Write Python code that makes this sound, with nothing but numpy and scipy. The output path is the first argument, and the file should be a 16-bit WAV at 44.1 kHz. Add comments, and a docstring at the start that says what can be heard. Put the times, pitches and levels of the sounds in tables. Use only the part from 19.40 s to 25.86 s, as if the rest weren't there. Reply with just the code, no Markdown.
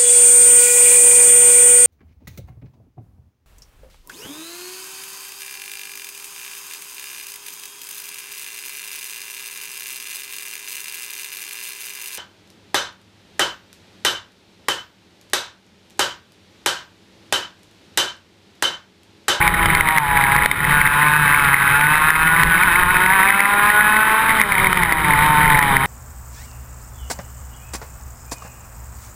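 """A single-cylinder two-stroke kart on a track, heard from a small camera bolted to it.
Its revs sag into a bend, climb down the straight, flare over a kerb and fall for the next corner.
Each firing rings the exhaust and, under throttle, makes the intake bark. Vibration and bumps
rattle the camera housing while wind buffets it. The camera ducks after hard knocks and holds
its samples at a low rate, which adds a metallic fizz."""
import sys
import numpy as np
from scipy import signal
from scipy.fft import rfft, irfft, next_fast_len
from scipy.io import wavfile
from scipy.ndimage import uniform_filter1d

SR = 44100
rng = np.random.default_rng(int(sys.argv[2]) if len(sys.argv) > 2 else 0)


def persist_wave(psi):
    """Save psi, clipped to +-1, as 16-bit WAV."""
    counts = np.round(np.clip(psi, -1, 1) * 32767).astype(np.int16)
    wavfile.write(sys.argv[1], SR, np.atleast_2d(counts).T)


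N = 284886
TIME = np.arange(N) / SR


def from_db(db):
    """Decibels to gain."""
    return 10 ** (np.asarray(db) / 20)


def rms_one(x):
    """Scale to unit power."""
    return x / np.sqrt(np.mean(x ** 2) + 1e-20)


def evened(x, size=4001):
    """Hold the short-term power at one."""
    return x / np.sqrt(np.abs(uniform_filter1d(x * x, size)) + 1e-12)


def in_time(rows):
    """Automation curve through (t/s, value) points."""
    return np.interp(TIME, *np.transpose(rows))


def drift(per_s):
    """Random modulation of unit power, with per_s new values a second."""
    return rms_one(np.interp(TIME * per_s, np.arange(N // 16), rng.standard_normal(N // 16)))


def colour(x, points):
    """Minimum-phase EQ through (f/Hz, level/dB) points."""
    size = 2 * next_fast_len(N // 2 + 4096)
    hz, db = np.transpose(points)
    bin_hz = np.arange(size // 2 + 1) * SR / size
    gain = from_db(np.interp(np.log(bin_hz + 1), np.log(hz), db))
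    cepstrum = irfft(np.log(gain))
    cepstrum[1:size // 2] *= 2
    cepstrum[size // 2 + 1:] = 0
    return irfft(rfft(x, size) * np.exp(rfft(cepstrum)))[:N]


def resonance(x, hz, width_hz):
    """Two-pole resonance with unity gain at its peak."""
    r = np.exp(-np.pi * width_hz / SR)
    feedback = [1, -2 * r * np.cos(2 * np.pi * hz / SR), r * r]
    return signal.lfilter(np.array([1, 0, -1]) * (1 - r * r) / 2, feedback, x)


def resonances(x, modes):
    """Parallel resonances with alternating polarity."""
    return sum((-1) ** k * from_db(db) * resonance(x, hz, width) for k, (hz, width, db) in enumerate(modes))


def firings(turns, uneven, jitter_ms):
    """One click a revolution, each with its own strength and a slightly loose timing."""
    count = int(turns[-1])
    strength, slip = rng.standard_normal((2000, 2))[:count].T
    at = np.interp(np.arange(count) + .5, turns, np.arange(N)) + slip * jitter_ms * SR / 1000
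    at = np.clip(np.round(at), 0, N - 1).astype(int)
    return np.bincount(at, np.maximum(1 + uneven * strength, 0), N)


def thump(turns, firing_hz, throttle):
    """Each revolution shakes the frame, hardest when the firing rate meets its resonance."""
    frame_hz, frame_width_hz = 149.4, 18
    boost_db = 8.5 / (1 + (2 * (firing_hz - frame_hz) / frame_width_hz) ** 2)
    swing = np.sin(2 * np.pi * turns) + from_db(-20.5) * np.sin(4 * np.pi * turns)
    return swing * from_db(-29.5 - 4 * throttle + boost_db + 3.2 * drift(45))


def exhaust(turns, rev_octaves, throttle):
    """Gas pulses ring the pipe; its expansion chamber drones most at high revs with the throttle shut."""
    # tone of a pulse through pipe and housing: f/Hz, level/dB
    pipe_eq = [(300, -26), (560, -22.5), (700, -9), (760, 0), (820, 6.5), (900, 17.5), (970, 7),
               (1060, 8.5), (1180, -9), (1700, -8), (3000, -58.5)]
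    # fader of the exhaust note: t/s, level/dB
    note_fader = [(0.0, -19), (0.25, -22), (0.4, -23.5), (0.5, -16), (0.94, -18), (1.14, -27),
                  (1.34, -21.5), (1.89, -22), (2.24, -28), (2.43, -18.5), (2.78, -28), (3.73, -20.5),
                  (4.07, -21.5), (4.87, -21), (5.02, -25), (5.52, -20.5), (5.96, -15), (6.46, -19)]
    # low resonances of the expansion chamber: f/Hz, width/Hz, level/dB
    chamber_modes = [(265.6, 47, -7.5), (341.4, 63, 0.5), (450, 15, -14), (578, 62, -11.5),
                     (672, 9.1, -10.5)]
    blowdown = firings(turns, uneven=.1, jitter_ms=.012)
    note = evened(colour(blowdown, pipe_eq)) * from_db(in_time(note_fader) + .91 * drift(25))
    drone_db = -34 + 17.4 * rev_octaves - 14 * throttle + 3.2 * drift(20)
    return note + rms_one(resonances(blowdown, chamber_modes)) * from_db(drone_db)


def intake(turns, throttle):
    """Gulps of air sound the airbox: a hum with the throttle shut, a louder bark as it opens."""
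    # tone of a pulse through the airbox, throttle open: f/Hz, level/dB
    bark_eq = [(600, -39), (880, -9), (1040, 3.5), (1150, 0.5), (1260, 4.5), (1350, -1.5), (1460, 14),
               (1580, 4), (1680, 3.5), (1950, -6.5), (2350, -16), (2560, 2), (2750, -16), (3100, -21.5),
               (3400, -42), (3750, -16), (4400, -30.5)]
    # bands of the bark that swell and fade on their own: f/Hz, width/Hz
    wavering_bands = [(1050, 54), (1450, 67), (1700, 24)]
    # airbox resonances, throttle shut: f/Hz, width/Hz, level/dB
    airbox_modes = [(1315, 10, 0.5), (1478, 16.5, 16.5), (1893, 18, -50.5), (2400, 27, -87)]
    # intake fader, ahead of trim and throttle gain: t/s, level/dB
    intake_fader = [(0.0, -23.5), (0.45, -25.5), (0.89, -22), (1.19, -22), (1.34, -17.5), (2.43, -16.5),
                    (2.78, -16.5), (2.88, -16.5), (3.83, -17.5), (3.98, -19.5), (4.42, -14.5),
                    (5.57, -29.5), (6.06, -20.5), (6.26, -33), (6.46, -25)]
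    gulps = firings(turns, uneven=.16, jitter_ms=.014)
    bark = colour(gulps, bark_eq)
    waver = sum(drift(16) * resonance(bark, hz, width) for hz, width in wavering_bands)
    bark = evened(bark + waver)
    bark = bark - 2 * resonance(bark, hz=1924, width_hz=630)   # the airbox delays this band, rounding pulses
    hum = evened(resonances(gulps, airbox_modes))
    level_db = in_time(intake_fader) - 3.5 + 5 * throttle + .83 * drift(30)
    return evened(throttle * bark + (1 - throttle) * hum) * from_db(level_db)


def rasp(turns, throttle):
    """Gas rushes out just after the port opens and dies away within the revolution."""
    # tone of the gas noise: f/Hz, level/dB
    gas_eq = [(100, -35), (250, -22), (550, -25.5), (750, -35), (1000, 7.5), (1250, -3), (1500, 2),
              (1900, 5.5), (2500, -35), (2800, -9), (3700, -27.5), (4400, -26), (5500, -49)]
    puffs = rng.standard_normal(N) * np.exp(-((turns - .5) % 1) / .3)
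    return rms_one(colour(puffs, gas_eq)) * from_db(-23 + 1.2 * throttle)


def honk(turns, rev_octaves, throttle):
    """Under load each firing sets off a rounded burst a few milliseconds long, strongest at low revs."""
    hz, width_hz = 1560, 208
    pulses = firings(turns, uneven=.25, jitter_ms=.025)
    bursts = evened(resonance(resonance(pulses, hz, width_hz), hz, width_hz))
    return bursts * throttle ** 2 * from_db(-22.5 - 24 * rev_octaves + 2 * drift(27))


def housing_ring(shake):
    """The camera housing rings with whatever shakes it."""
    # body tone of the housing: f/Hz, level/dB
    housing_eq = [(90, -24.5), (220, -10.5), (650, -17.5), (950, -6), (1300, -1.5), (1650, -7.5),
                  (2000, -8.5), (2200, -3), (2500, -8.5), (2780, -33), (3020, -9.5), (3380, -19.5),
                  (3750, -11.5), (4300, -32.5), (5200, -32.5)]
    return colour(shake, housing_eq)


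def chatter(throttle):
    """Vibration keeps the housing chattering: small contacts that scuff briefly, over a fine buzz."""
    contacts_per_s, scuff_s = 260, .0015
    chance, side, softness = rng.random((3, N))
    contacts = (chance < contacts_per_s / SR) * np.sign(side - .5) * from_db(-7 * softness)
    scuff_decay = np.exp(-TIME[:600] / scuff_s)
    scuffs = signal.lfilter(scuff_decay, [1], np.abs(contacts)) * rng.standard_normal(N)
    shake = rms_one(contacts) * from_db(-8.5) + rms_one(scuffs) * from_db(-6.5)
    shake += rng.standard_normal(N) * from_db(1)
    buzz = rms_one(housing_ring(shake)) * from_db(-2.5 + .61 * drift(40))
    # on rough patches the loose housing rings at its own pitch
    ring = resonance(resonance(scuffs, hz=1770, width_hz=430), hz=1940, width_hz=880)
    flurries = rms_one(ring * from_db(1.6 * np.tanh(drift(50))))
    # an engine that pulls shakes the frame less than one that coasts
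    return (buzz + from_db(-7) * flurries) * from_db(-16 - 3 * throttle)


def rumble():
    """Wind and road noise, swelling into a dull thud as the wheels run onto the kerb."""
    # tone of wind and road: f/Hz, level/dB
    wind_eq = [(12, 4), (25, -6), (37, -1), (52, -3.5), (80, -5.5), (110, -7.5), (170, -1.5), (250, -24.5),
               (400, -16.5), (700, -24.5), (2000, -52)]
    # rumble fader, ahead of trim: t/s, level/dB
    wind_fader = [(0.0, -28), (0.15, -24.5), (0.65, -35), (0.75, -30), (1.29, -26.5), (1.64, -35),
                  (2.09, -32), (2.39, -37), (3.58, -32), (4.07, -47), (4.22, -36), (4.67, -42),
                  (5.22, -28.5), (5.37, -29), (6.46, -25.5)]
    kerb_s, thud_width_s = 3.065, .029
    bed = from_db(in_time(wind_fader) + 5 + 1.66 * drift(25))
    thud = from_db(-16.5) * np.exp(-((TIME - kerb_s) / thud_width_s) ** 2)
    return rms_one(colour(rng.standard_normal(N), wind_eq)) * (bed + thud)


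def jolts(throttle):
    """Small random bumps in the asphalt, fewer while the engine pulls, as rows for knocks()."""
    per_s = 22 * (1 - .3 * throttle)
    chance, size = rng.random(N), rng.standard_normal(N)
    return [(TIME[i], -7.5 + size[i], -42) for i in np.flatnonzero(chance < per_s / SR)]


def knocks(throttle):
    """Bumps knock the camera in its housing: a rough crack and a pitched clack that die at once."""
    # hard bumps, ahead of the clack and crack trims: t/s, level/dB, crack offset/dB
    hard_bumps = [(0.0775, -4.5, -21), (0.1441, -6.5, -26), (0.2309, -13, -39), (0.2573, -5, -23.5),
                  (0.3496, -4, -27), (0.4085, -1, -32), (0.4868, -2, -26), (0.5826, -3, -24),
                  (0.8387, -5.5, -29), (0.9628, -3.5, -28.5), (1.0592, -0.5, -22), (1.1134, 2.5, -26.5),
                  (1.2426, -10, -27), (1.4737, -4.5, -36), (2.1426, 1, -53), (2.7041, -2.5, -33),
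                  (3.0335, -1.5, -28.5), (3.6622, -5.5, -32), (3.9044, -2, -35), (4.0043, -3, -31),
                  (4.3016, -5, -30), (5.0145, 3, -33.5), (5.0365, -2.5, -41), (5.1203, -6.5, -27),
                  (5.1805, -6, -32), (5.329, -3.5, -23.5), (5.3732, -6.5, -25.5), (5.4337, -2.5, -29),
                  (5.5231, 1, -24.5), (6.1907, -0.5, -36.5), (6.2262, -2.5, -24.5), (6.367, 0, -50)]
    clack_hz, spread_hz, rise_s = 2036, 100, .0012
    clack_trim_db, crack_trim_db = 2, 35.5
    bumps = list(hard_bumps) + jolts(throttle)
    age = TIME[:900]
    swell = age / rise_s
    envelope = swell ** 1.5 * np.exp(1.5 * (1 - swell))
    clacks, cracks = np.zeros((2, N + len(age)))
    grit, detune = rng.standard_normal((2, N))
    for (s, db, crack_db), hz in zip(bumps, clack_hz + spread_hz * detune):
        at = int(s * SR)
        clacks[at:at + len(age)] += from_db(db + clack_trim_db) * envelope * np.sin(2 * np.pi * hz * age)
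        cracks[at:at + len(age)] += from_db(db + crack_db + crack_trim_db) * envelope
    cracks = cracks[:N] * grit
    bite = from_db(-14.5) * resonance(cracks, hz=2600, width_hz=1800)
    return clacks[:N] + housing_ring(cracks) + bite


def scene():
    """Engine, housing and wind in mono at the camera; revs and throttle drive the engine's layers."""
    # firing rate; sags into the bend, climbs, flares over the kerb, falls under braking: t/s, f/Hz
    revs = [(0.0, 167.8), (0.38, 164.3), (0.47, 155.5), (0.54, 159.0), (0.65, 142.6), (0.88, 136.1),
            (0.92, 138.9), (1.22, 142.6), (1.33, 147.6), (1.4, 145.1), (1.56, 145.1), (1.6, 148.1),
            (1.78, 150.6), (1.87, 143.5), (1.96, 146.4), (2.09, 138.7), (2.28, 138.9), (2.48, 150.8),
            (2.93, 162.0), (2.98, 167.5), (3.17, 164.9), (3.24, 192.4), (3.26, 191.4), (3.29, 173.0),
            (3.31, 166.9), (3.38, 181.1), (3.47, 176.8), (3.52, 186.2), (3.56, 179.9), (3.69, 187.4),
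            (3.74, 194.8), (3.8, 188.5), (3.87, 195.8), (4.35, 209.1), (4.91, 223.2), (4.97, 219.6),
            (5.07, 202.0), (5.13, 198.5), (5.16, 186.2), (5.24, 192.9), (5.29, 184.6), (5.34, 188.2),
            (5.5, 160.0), (5.59, 158.4), (5.65, 151.8), (5.76, 145.5), (5.85, 152.1), (6.06, 150.1),
            (6.39, 132.8), (6.46, 137.2)]
    # the driver's foot: t/s, throttle/0-1
    pedal = [(0, 0.45), (.95, 0.93), (1.18, 0.37), (1.33, 0.98), (4.9, 0.88), (5.05, 0.2), (5.55, 0.69),
             (5.9, 0.5), (6.46, 0)]
    firing_hz = in_time(revs) * (1 + .0015 * drift(40))
    throttle = in_time(pedal)
    turns = np.cumsum(firing_hz) / SR
    rev_octaves = np.log2(firing_hz / firing_hz.min())
    engine = thump(turns, firing_hz, throttle) + exhaust(turns, rev_octaves, throttle)
    engine += intake(turns, throttle) + rasp(turns, throttle) + honk(turns, rev_octaves, throttle)
    housing = chatter(throttle) + knocks(throttle)
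    return (engine + housing + rumble())[None]


def gain_control(x, ceiling_db, attack_s, release_db_per_s):
    """Peaks above the ceiling duck the gain quickly; it creeps back."""
    over_db = np.maximum(20 * np.log10(np.abs(x) + 1e-9) - ceiling_db, 0)
    held_db = np.maximum.accumulate(over_db + release_db_per_s * TIME) - release_db_per_s * TIME
    r = np.exp(-1 / (attack_s * SR))
    return x * from_db(-signal.lfilter([1 - r], [1, -r], held_db))


def record(dry):
    """The camera ducks, clips and samples slowly; its held steps mirror the sound into the treble."""
    camera_hz, hold_count, top_hz = 12000, 4, 15400
    coupled = signal.sosfilt(signal.butter(1, 12, "high", fs=SR, output="sos"), dry[0])
    ducked = gain_control(coupled, ceiling_db=-2, attack_s=.00077, release_db_per_s=42)
    samples = signal.resample_poly(ducked, camera_hz, SR)
    samples = signal.sosfilt(signal.butter(2, 5500, fs=camera_hz, output="sos"), samples)
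    clipped = np.clip(samples, -.94, .94)
    steps = signal.resample_poly(np.repeat(clipped, hold_count), SR, camera_hz * hold_count)[:N]
    top_cut = signal.firwin(255, top_hz, fs=SR, window="blackman")
    return signal.fftconvolve(steps, top_cut, "same")[None]


dry = scene()
out = record(dry)
persist_wave(out)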